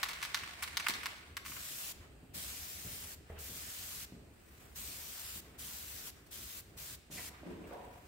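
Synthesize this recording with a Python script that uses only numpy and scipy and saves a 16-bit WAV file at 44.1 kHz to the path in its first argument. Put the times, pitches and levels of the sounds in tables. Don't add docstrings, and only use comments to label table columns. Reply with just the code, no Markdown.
import sys
import numpy as np
from scipy import signal
from scipy.fft import rfft, irfft, next_fast_len
from scipy.io import wavfile
from scipy.ndimage import uniform_filter1d, map_coordinates

SR = 44100
rng = np.random.default_rng(int(sys.argv[2]) if len(sys.argv) > 2 else 0)


def master(y):
    cut = np.clip(np.atleast_2d(y).T, -1, 1)
    pcm = np.round(cut * 32767)
    wavfile.write(sys.argv[1], SR, pcm.astype(np.int16))


def nominal_scale(level):
    x = np.asarray(level, float) / 20
    return 10 ** x


N = 355887
TIME = np.arange(N) / SR


def unit(x):
    return x / np.sqrt(np.mean(x ** 2) + 1e-20)


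def along(points, hz):
    f, v = np.transpose(points)
    return np.interp(np.log(hz + 1), np.log(f + 1), v)


def wobble(rate):
    return map_coordinates(rng.standard_normal(int(N * rate / SR) + 4), [TIME * rate])


def filtered(x, response):
    n = x.shape[-1]
    m = next_fast_len(n + SR // 2)
    return irfft(rfft(x, m) * response(np.fft.rfftfreq(m, 1 / SR)), m)[..., :n]


def modes(table):
    def response(f):
        total = 0
        for k, (centre, width, db) in enumerate(table):
            damping = 1j * f * width
            total = total + (-1) ** k * nominal_scale(db) * damping / (centre * centre - f * f + damping)
        return total
    return response


def shape(spectrum):
    return lambda hz: nominal_scale(along(spectrum, hz))


def band(x, hz, sharp):
    peak = signal.iirpeak(hz, sharp, SR)
    return signal.lfilter(*peak, signal.lfilter(*peak, x))


def paired(pair, response):
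    # frequency in Hz, left-right likeness from -1 to 1.
    alike = [(60, 0.98), (180, 0.87), (550, 0.36), (1650, -0.023), (4970, 0.05), (15000, -0.038)]

    def mix(hz):
        turn = np.arccos(np.clip(along(alike, hz), -1, 1)) / 2
        return response(hz) * np.array([np.cos(turn), np.sin(turn)])
    mid, side = filtered(pair, mix)
    return np.array([mid + side, mid - side])


def rush(response, patchy_db, size=N):
    z = signal.stft(rng.standard_normal((2, size + 512)), nperseg=512)[2]
    field = uniform_filter1d(rng.standard_normal(z.shape), size=8, axis=1)
    field = uniform_filter1d(field, size=12, axis=2)
    pair = signal.istft(z * nominal_scale(patchy_db * unit(field)), nperseg=512)[1][:, :size]
    return unit(paired(pair, response))


def swells(rows):
    swell_db = 20
    power = np.zeros((2, N))
    for s, db, upper_db, rise, fall in rows:
        near = slice(max(round((s - 3 * rise) * SR), 0), round((s + 3 * fall) * SR))
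        late = TIME[near] - s
        fade = nominal_scale(-swell_db * np.maximum(-late / rise, late / fall))
        power[:, near] += nominal_scale([[db], [db + upper_db]]) ** 2 * fade ** 2
    return np.sqrt(power)


def self_noise():
    # frequency in Hz, density in dB per Hz.
    spectrum = [(880, -15.5), (1500, -9.5), (2700, -11), (3390, -17.5), (5020, -18.5), (5490, -28),
                (8290, -15), (10200, -26), (15700, -25)]
    return nominal_scale(-68.5) * rush(shape(spectrum), patchy_db=1.1)


def ventilation():
    # frequency in Hz, density in dB per Hz.
    spectrum = [(13, -57), (22, -20.5), (69, 4), (114, -6), (174, -9), (323, -11), (359, -11.5), (428, -12),
                (520, -16.5), (727, -18.5), (1500, -37), (1950, -62), (3300, -120)]
    level_db, sway_db = -58.5, 0.77
    lull_s, lull_width_s, lull_db = 7.04, 0.055, -5
    lull = lull_db * np.exp(-((TIME - lull_s) / lull_width_s) ** 2)
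    return nominal_scale(level_db + sway_db * wobble(5) + lull) * rush(shape(spectrum), patchy_db=1.55)


def hall(x):
    # frequency in Hz, time to fall 60 dB in seconds.
    decay = [(150, 0.56), (1000, 1), (4000, 0.83), (12000, 0.34)]
    hz, t, z = signal.stft(rng.standard_normal((2, SR)), SR, nperseg=256)
    tail = signal.istft(z * nominal_scale(-60 * t / along(decay, hz)[:, None]), SR, nperseg=256)[1]
    late = np.pad(x, ((0, 0), (600, 0)))
    wet = signal.fftconvolve(late, tail / np.linalg.norm(tail[0]), axes=1)[:, :N]
    return paired(wet, np.ones_like)


def jacket():
    # peak in seconds, fold level in dB, swish over fold in dB, rise and fall in seconds.
    moves = [(2.028, -62.5, -8, 0.2, 0.22), (2.3, -80, 2.5, 0.68, 0.11), (3.30, -60.5, -7, 0.067, .4),
             (3.38, -55, -18, .05, .05), (4.136, -72, 1, .06, 0.22), (4.632, -63, 2, 0.44, 0.22),
             (4.75, -68, 2, 0.089, .05), (5.45, -65, -1, 0.16, 0.36), (5.575, -64.5, -12, .2, .05),
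             (6.17, -64.5, -0.5, .1, .2), (6.27, -70, 7, .03, 0.081), (6.68, -71.5, 1, .1, .4),
             (6.75, -69, -5, .1, .04), (7.34, -59.5, -12, 0.14, 0.77), (7.454, -73, -14, .03, 0.45),
             (7.545, -68, -4, .01, .02), (7.68, -67, 4, .03, .05), (7.732, -60.5, -9, 0.27, 0.33),
             (7.734, -70, 7, .015, .03), (7.851, -72, 7, .01, .02), (7.85, -67, -7, 0.13, .4),
             (8.07, -66.5, 0, 0.7, .1)]
    # frequency in Hz, density in dB per Hz.
    cloth = [(530, -39), (900, -4), (1160, 0), (1930, -1.5), (2270, -3), (3110, -7), (5000, -18.5),
             (6500, -28), (11000, -120)]
    nylon = [(3500, -7), (5500, -4.5), (8500, -4.5), (10300, -7), (13500, -6), (16000, -3)]
    fold, swish = swells(moves)
    crackle = nominal_scale(1.2 * wobble(120) + 0.9 * wobble(23))
    dull = fold * unit(crackle * rush(shape(cloth), patchy_db=0.5))
    thin = swish * unit(crackle * rush(shape(nylon), patchy_db=-2.0))
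    return nominal_scale(-0.5) * dull + nominal_scale(1.0) * thin


def squeaks():
    # start in seconds, level in dB, pitch in Hz, 60 dB decay in seconds, pitch fall per second.
    rubs = [(7.164, -41.5, 2150, 0.12, 2.6), (3.376, -48, 2900, .03, .5), (3.285, -55, 1850, 0.087, 0.46),
            (7.638, -50, 2500, 0.048, .5), (7.722, -49, 1500, 0.033, 0.44)]
    out, t = np.zeros(N + SR), np.arange(SR // 4) / SR
    lowpass = signal.butter(2, 260, fs=SR, output="sos")
    for s, db, hz, t60, fall in rubs:
        rough = signal.sosfilt(lowpass, rng.standard_normal(len(t)))
        tone = np.sin(2 * np.pi * hz * np.cumsum(np.exp(-fall * t)) / SR)
        onset = (1 - np.exp(-t / (0.21 * t60))) ** 2
        out[round(s * SR):][:len(t)] += nominal_scale(db + 14.5 - 60 * t / t60) * onset * tone * (0.32 + unit(rough))
    return out[:N]


def footsteps():
    # time in seconds, peak in dB, pitch in Hz, slap level in dB, 60 dB decay in seconds.
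    steps = [(0.893, -38.5, 229, -35, 0.064), (1.495, -52.5, 144, -17, 0.32), (2.228, -49, 169, -26, 0.21),
             (2.354, -47.5, 172, -21, 0.21), (2.847, -42, 106, -20, 0.24), (3.297, -44, 85, -7.5, 0.22),
             (3.493, -48, 135, -16.5, 0.36), (4.12, -43.5, 191, -39, 0.71), (5.358, -51.5, 183, -27, 0.41),
             (6.761, -52.5, 136, -26, 0.19), (7.099, -47, 160, -17.5, 0.47), (7.158, -44.5, 165, -38, 0.35),
             (7.43, -43.5, 250, -12.5, 0.15), (7.639, -50, 368, -7, 0.22), (7.709, -40, 450, -25, 0.56)]
    heel = 34
    out, t = np.zeros(N + SR), np.arange(SR // 3) / SR
    for s, db, hz, slap_db, t60 in steps:
        grit = rng.standard_normal((2, len(t))) * nominal_scale(-60 * t / max(t60, .02)) * (1 - np.exp(-t / 0.002))
        grit *= 1 + 0.74 * np.exp(-t / 0.03)
        grit[:, SR // 400] = heel, 0.51 * heel
        thud, slap = band(grit[0], 1.026 * hz, 0.96), band(grit[1], 546, 1.6)
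        thud = thud / np.abs(thud).max()
        slap = nominal_scale(slap_db + 7.5) * slap / np.abs(slap).max()
        out[round(s * SR):][:len(t)] += nominal_scale(db) * (thud + slap)
    return out[:N]


def scuffs():
    # peak in seconds, low level in dB, high over low in dB, rise and fall in seconds.
    drags = [(7.11, -57, -21, .025, 0.13), (7.18, -62.5, 6.5, 0.034, 0.25), (7.47, -45, -13.5, 0.082, 0.34),
             (7.644, -58, 0.5, .015, .12), (7.696, -52.5, -14, 0.14, 0.087), (7.73, -57.5, 15, .035, 0.18),
             (8.07, -76, 7, .3, .1)]
    # frequency in Hz, width in Hz, level in dB.
    sole_low = [(172, 24, 0), (325, 95, -2)]
    sole_high = [(475, 54, -2.5), (715, 65, 0), (984, 60, -1)]
    low, high = swells(drags)
    slips = nominal_scale(2.8 * wobble(45))
    dull = low * unit(slips * rush(modes(sole_low), patchy_db=0.0))
    bright = high * unit(slips * rush(modes(sole_high), patchy_db=-1.0))
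    return nominal_scale(-4.5) * (dull + bright)


def slosh():
    # time in seconds, roll level in dB.
    shaking = [(0, -47), (.33, -51.5), (.7, -52), (.85, -50), (.968, -48.5), (1.17, -55.5), (1.45, -70)]
    # frequency in Hz, density in dB per Hz.
    rumble = [(290, -39), (500, -18), (692, -9), (833, -10.5), (957, -10.5), (1830, -5.5), (2180, -4),
              (8000, -22), (10400, -49), (17600, -120)]
    paint = [(3000, -16), (6000, -4), (8500, 4), (10300, 0), (13000, -4.5), (16000, -1.5)]
    shaken = 2 * SR
    s, db = np.transpose(shaking)
    t = TIME[:shaken]
    effort = np.clip((s[-1] - t) / .1 + 1, 0, 1) ** 2 * nominal_scale(np.interp(t, s, db))
    grains = nominal_scale(0.95 * wobble(41) + 2.2 * wobble(400))[:shaken]
    roll = unit(grains * rush(shape(rumble), patchy_db=1.7, size=shaken))
    splash = unit(grains * rush(shape(paint), patchy_db=.5, size=shaken))
    return np.pad(effort * (roll + nominal_scale(-9) * splash), ((0, 0), (0, N - shaken)))


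def contacts():
    # time in seconds, strength in dB, bare wall and steel tick over it in dB, floor bounce in dB.
    blows = [(0.031, -20.5, -4.5, -12, -6), (.0876, -32.5, -4, -9.5, 0), (0.2273, -26, -6.5, -12.5, -2.5),
             (.345, -24, -0.5, -12, -2.5), (0.6244, -29, -13, -10.5, -2.5), (.63, -35, -15, -5.5, -2),
             (.636, -36.5, 3, -6.5, -6), (.77, -26.5, 1.5, -9.5, 3), (0.798, -26.5, -9, -16, -10),
             (0.865, -22, -19.5, -18, 3), (.885, -27.5, 0, -5, -7), (1.0579, -24, -7, -13.5, -23),
             (1.3682, -28, -6.5, -13, -10)]
    # time in seconds, strength in dB, bare wall over it in dB, chatter in dB.
    rebounds = [(.054, -34, -20, -1), (0.108, -35.5, -7, 2), (0.1325, -33.5, -3.5, -3),
                (.172, -38, -22, -3), (0.2175, -34, -7, -2), (.239, -41.5, 5.5, 2), (0.2505, -32.5, -2, 0),
                (.369, -37.5, -18, 10), (0.389, -38.5, 0.5, -4), (.4337, -34, -18, 2.5),
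                (.642, -34, -12, 1), (.676, -38.5, -6, 5), (.895, -30, -3, 6), (.906, -32, -1, 1.5),
                (.938, -34.5, 2.5, -3), (1.0326, -32, -12, 1), (1.451, -38, -21, -6), (1.461, -36.5, -8, 1),
                (1.482, -50.5, -3, -1), (1.519, -40.5, -21, 4.5), (1.566, -42.5, -24, 9)]
    touches = []
    for s, db, wall, tick, floor in blows:
        touches.append((s, db, db + wall, db + tick, floor, -1))
    for s, db, wall, chatter in rebounds:
        tick = -11 + 0.42 * wall
        touches.append((s, db, db + wall, db + tick, -10, chatter))
    return sorted(touches)


def knocks():
    # frequency in Hz, width in Hz, level in dB.
    body_modes = [(1040, 265, 3), (1570, 520, 3), (2145, 430, 5.5), (2745, 620, 1.5)]
    wall_modes = [(3640, 1080, 0.5), (4390, 790, 0.5), (6250, 990, -2.5)]
    tick_modes = [(7400, 2500, 2.5), (11700, 1700, 1.5), (14300, 3900, -3.5)]
    # delay in seconds, level in dB.
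    near = [(.0062, -10), (.0098, -9), (.014, -32), (.021, -28), (0.029, -18)]
    contact_s, floor_s = .001, .0034
    soft_db = 4.5
    treble_loss = np.array([0, 150, 700])
    push, t = np.zeros((3, 2, 2 * SR)), np.arange(SR // 10) / SR
    for s, body_db, wall_db, tick_db, bounce_db, chatter_db in contacts():
        blow = np.zeros((3, 2, 2 * len(t)))
        softened = np.array([0, 0, max(body_db - tick_db - soft_db, 0)])
        for delay, echo_db in [(0, 0), (floor_s, bounce_db)] + near:
            rough = 0.25 * rng.standard_normal((2, len(t))) * nominal_scale(-60 * t / (contact_s + 0.23 * delay))
            rough[:, 0] = 1
            dulled = nominal_scale(echo_db - softened - delay * treble_loss)[:, None, None]
            blow[..., round(delay * SR):][..., :len(t)] += dulled * rough / np.linalg.norm(rough[0])
        spikes = rng.standard_normal((2, len(t))) * nominal_scale(7.2 * rng.standard_normal(len(t)))
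        chatter = spikes * nominal_scale(-60 * t / 0.045) * (1 - np.exp(-t / 0.0019))
        blow[..., :len(t)] += nominal_scale(chatter_db) * chatter / np.linalg.norm(chatter[0])
        at = round(s * SR)
        strength = nominal_scale([body_db + 21.0, wall_db + 26.5, tick_db + 26.5])[:, None, None]
        push[..., at:at + blow.shape[-1]] += strength * blow
    body = filtered(push[0], modes(body_modes))
    wall = filtered(push[1], modes(wall_modes))
    tick = filtered(push[2], modes(tick_modes))
    radiated = signal.butter(3, (800, 6600), "bandpass", fs=SR, output="sos")
    can = tick + signal.sosfilt(radiated, body + wall)
    return np.pad(can, ((0, 0), (0, N - 2 * SR)))


def valve():
    # opens and shuts in seconds, jet level in dB, change over the burst in dB, edge over jet in dB.
    bursts = [
        (1.455, 1.922, -46.5, 4, -2),
        (2.347, 3.148, -48, -4.5, -1.5),
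        (3.392, 4.05, -48, 1.3, -1),
        (4.761, 5.403, -48, -0.2, -0.7),
        (5.59, 6.103, -49, 0, -1),
        (6.317, 6.607, -50, -0.5, 0.5),
        (6.777, 6.956, -49.5, -1.5, -2),
        (7.116, 7.292, -48, 2, -3.5),
    ]
    open_s, shut_s = 0.017, 0.012
    build_db, build_s, sag_db, sag_s = -2, 0.011, -3.5, 0.01
    out = np.zeros((2, N))
    for opens, shuts, db, change_db, edge_db in bursts:
        near = slice(round(opens * SR) - SR // 20, round(shuts * SR) + SR // 20)
        since, left = TIME[near] - opens, shuts - TIME[near]
        gate = np.clip(since / open_s + 1, 0, 1) * np.clip(left / shut_s + 1, 0, 1)
        flow_db = db + change_db * (since / (shuts - opens) - .5)
        flow_db += build_db * np.exp(-since.clip(0) / build_s) + sag_db * np.exp(-left.clip(0) / sag_s)
        out[:, near] += gate ** 2 * nominal_scale(flow_db) * nominal_scale([[0], [edge_db]])
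    return out


def spray():
    # frequency in Hz, density in dB per Hz.
    jet_spectrum = [(290, -39), (500, -13.5), (747, -9.5), (839, -14), (1010, -9), (2720, -4.5), (6390, -4),
                    (7370, -3), (9920, -5.5), (11000, -7.5), (14300, -7), (22000, -120)]
    edge_spectrum = [(6000, -21), (9500, -50), (10500, -6), (12200, 3), (13700, 2), (14800, 4.5),
                     (15900, 5.5)]
    jet, edge = valve() * nominal_scale([.5 * wobble(5.8), 1.2 * wobble(14)])
    flutter = nominal_scale(0.52 * wobble(30) + 0.71 * wobble(300))
    jet_hiss = jet * rush(shape(jet_spectrum), patchy_db=1.5)
    edge_hiss = edge * rush(shape(edge_spectrum), patchy_db=0.5)
    return flutter * (jet_hiss + edge_hiss)


def scene():
    can, hiss, rubs = knocks(), spray(), squeaks()
    feet = footsteps() + scuffs()
    echo = hall(nominal_scale(-10.0) * can + nominal_scale(-13.5) * hiss + nominal_scale(-2.0) * feet + nominal_scale(-10) * rubs)
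    close = can + slosh() + hiss + feet + rubs + jacket()
    return close + echo + ventilation() + self_noise()


def top_cut(x):
    return signal.sosfilt(signal.butter(12, 16970, fs=SR, output="sos"), x)


def record(dry):
    # frequency in Hz, gain of both ports in dB.
    limit = [(40, 0), (15760, 0), (15800, -14), (15880, -20), (15930, -60)]
    # frequency in Hz, left minus right in dB.
    ports = [(300, 0), (900, -1), (2400, -0.5), (4400, 1), (6200, 0), (8300, -6.5), (9800, -2),
             (12400, 9.5), (15500, 7)]
    halves = np.array([[.5], [-.5]])
    mix = filtered(dry, lambda hz: nominal_scale(along(limit, hz) + along(ports, hz) * halves))
    return top_cut(mix)


dry = scene()
out = record(dry)
master(out)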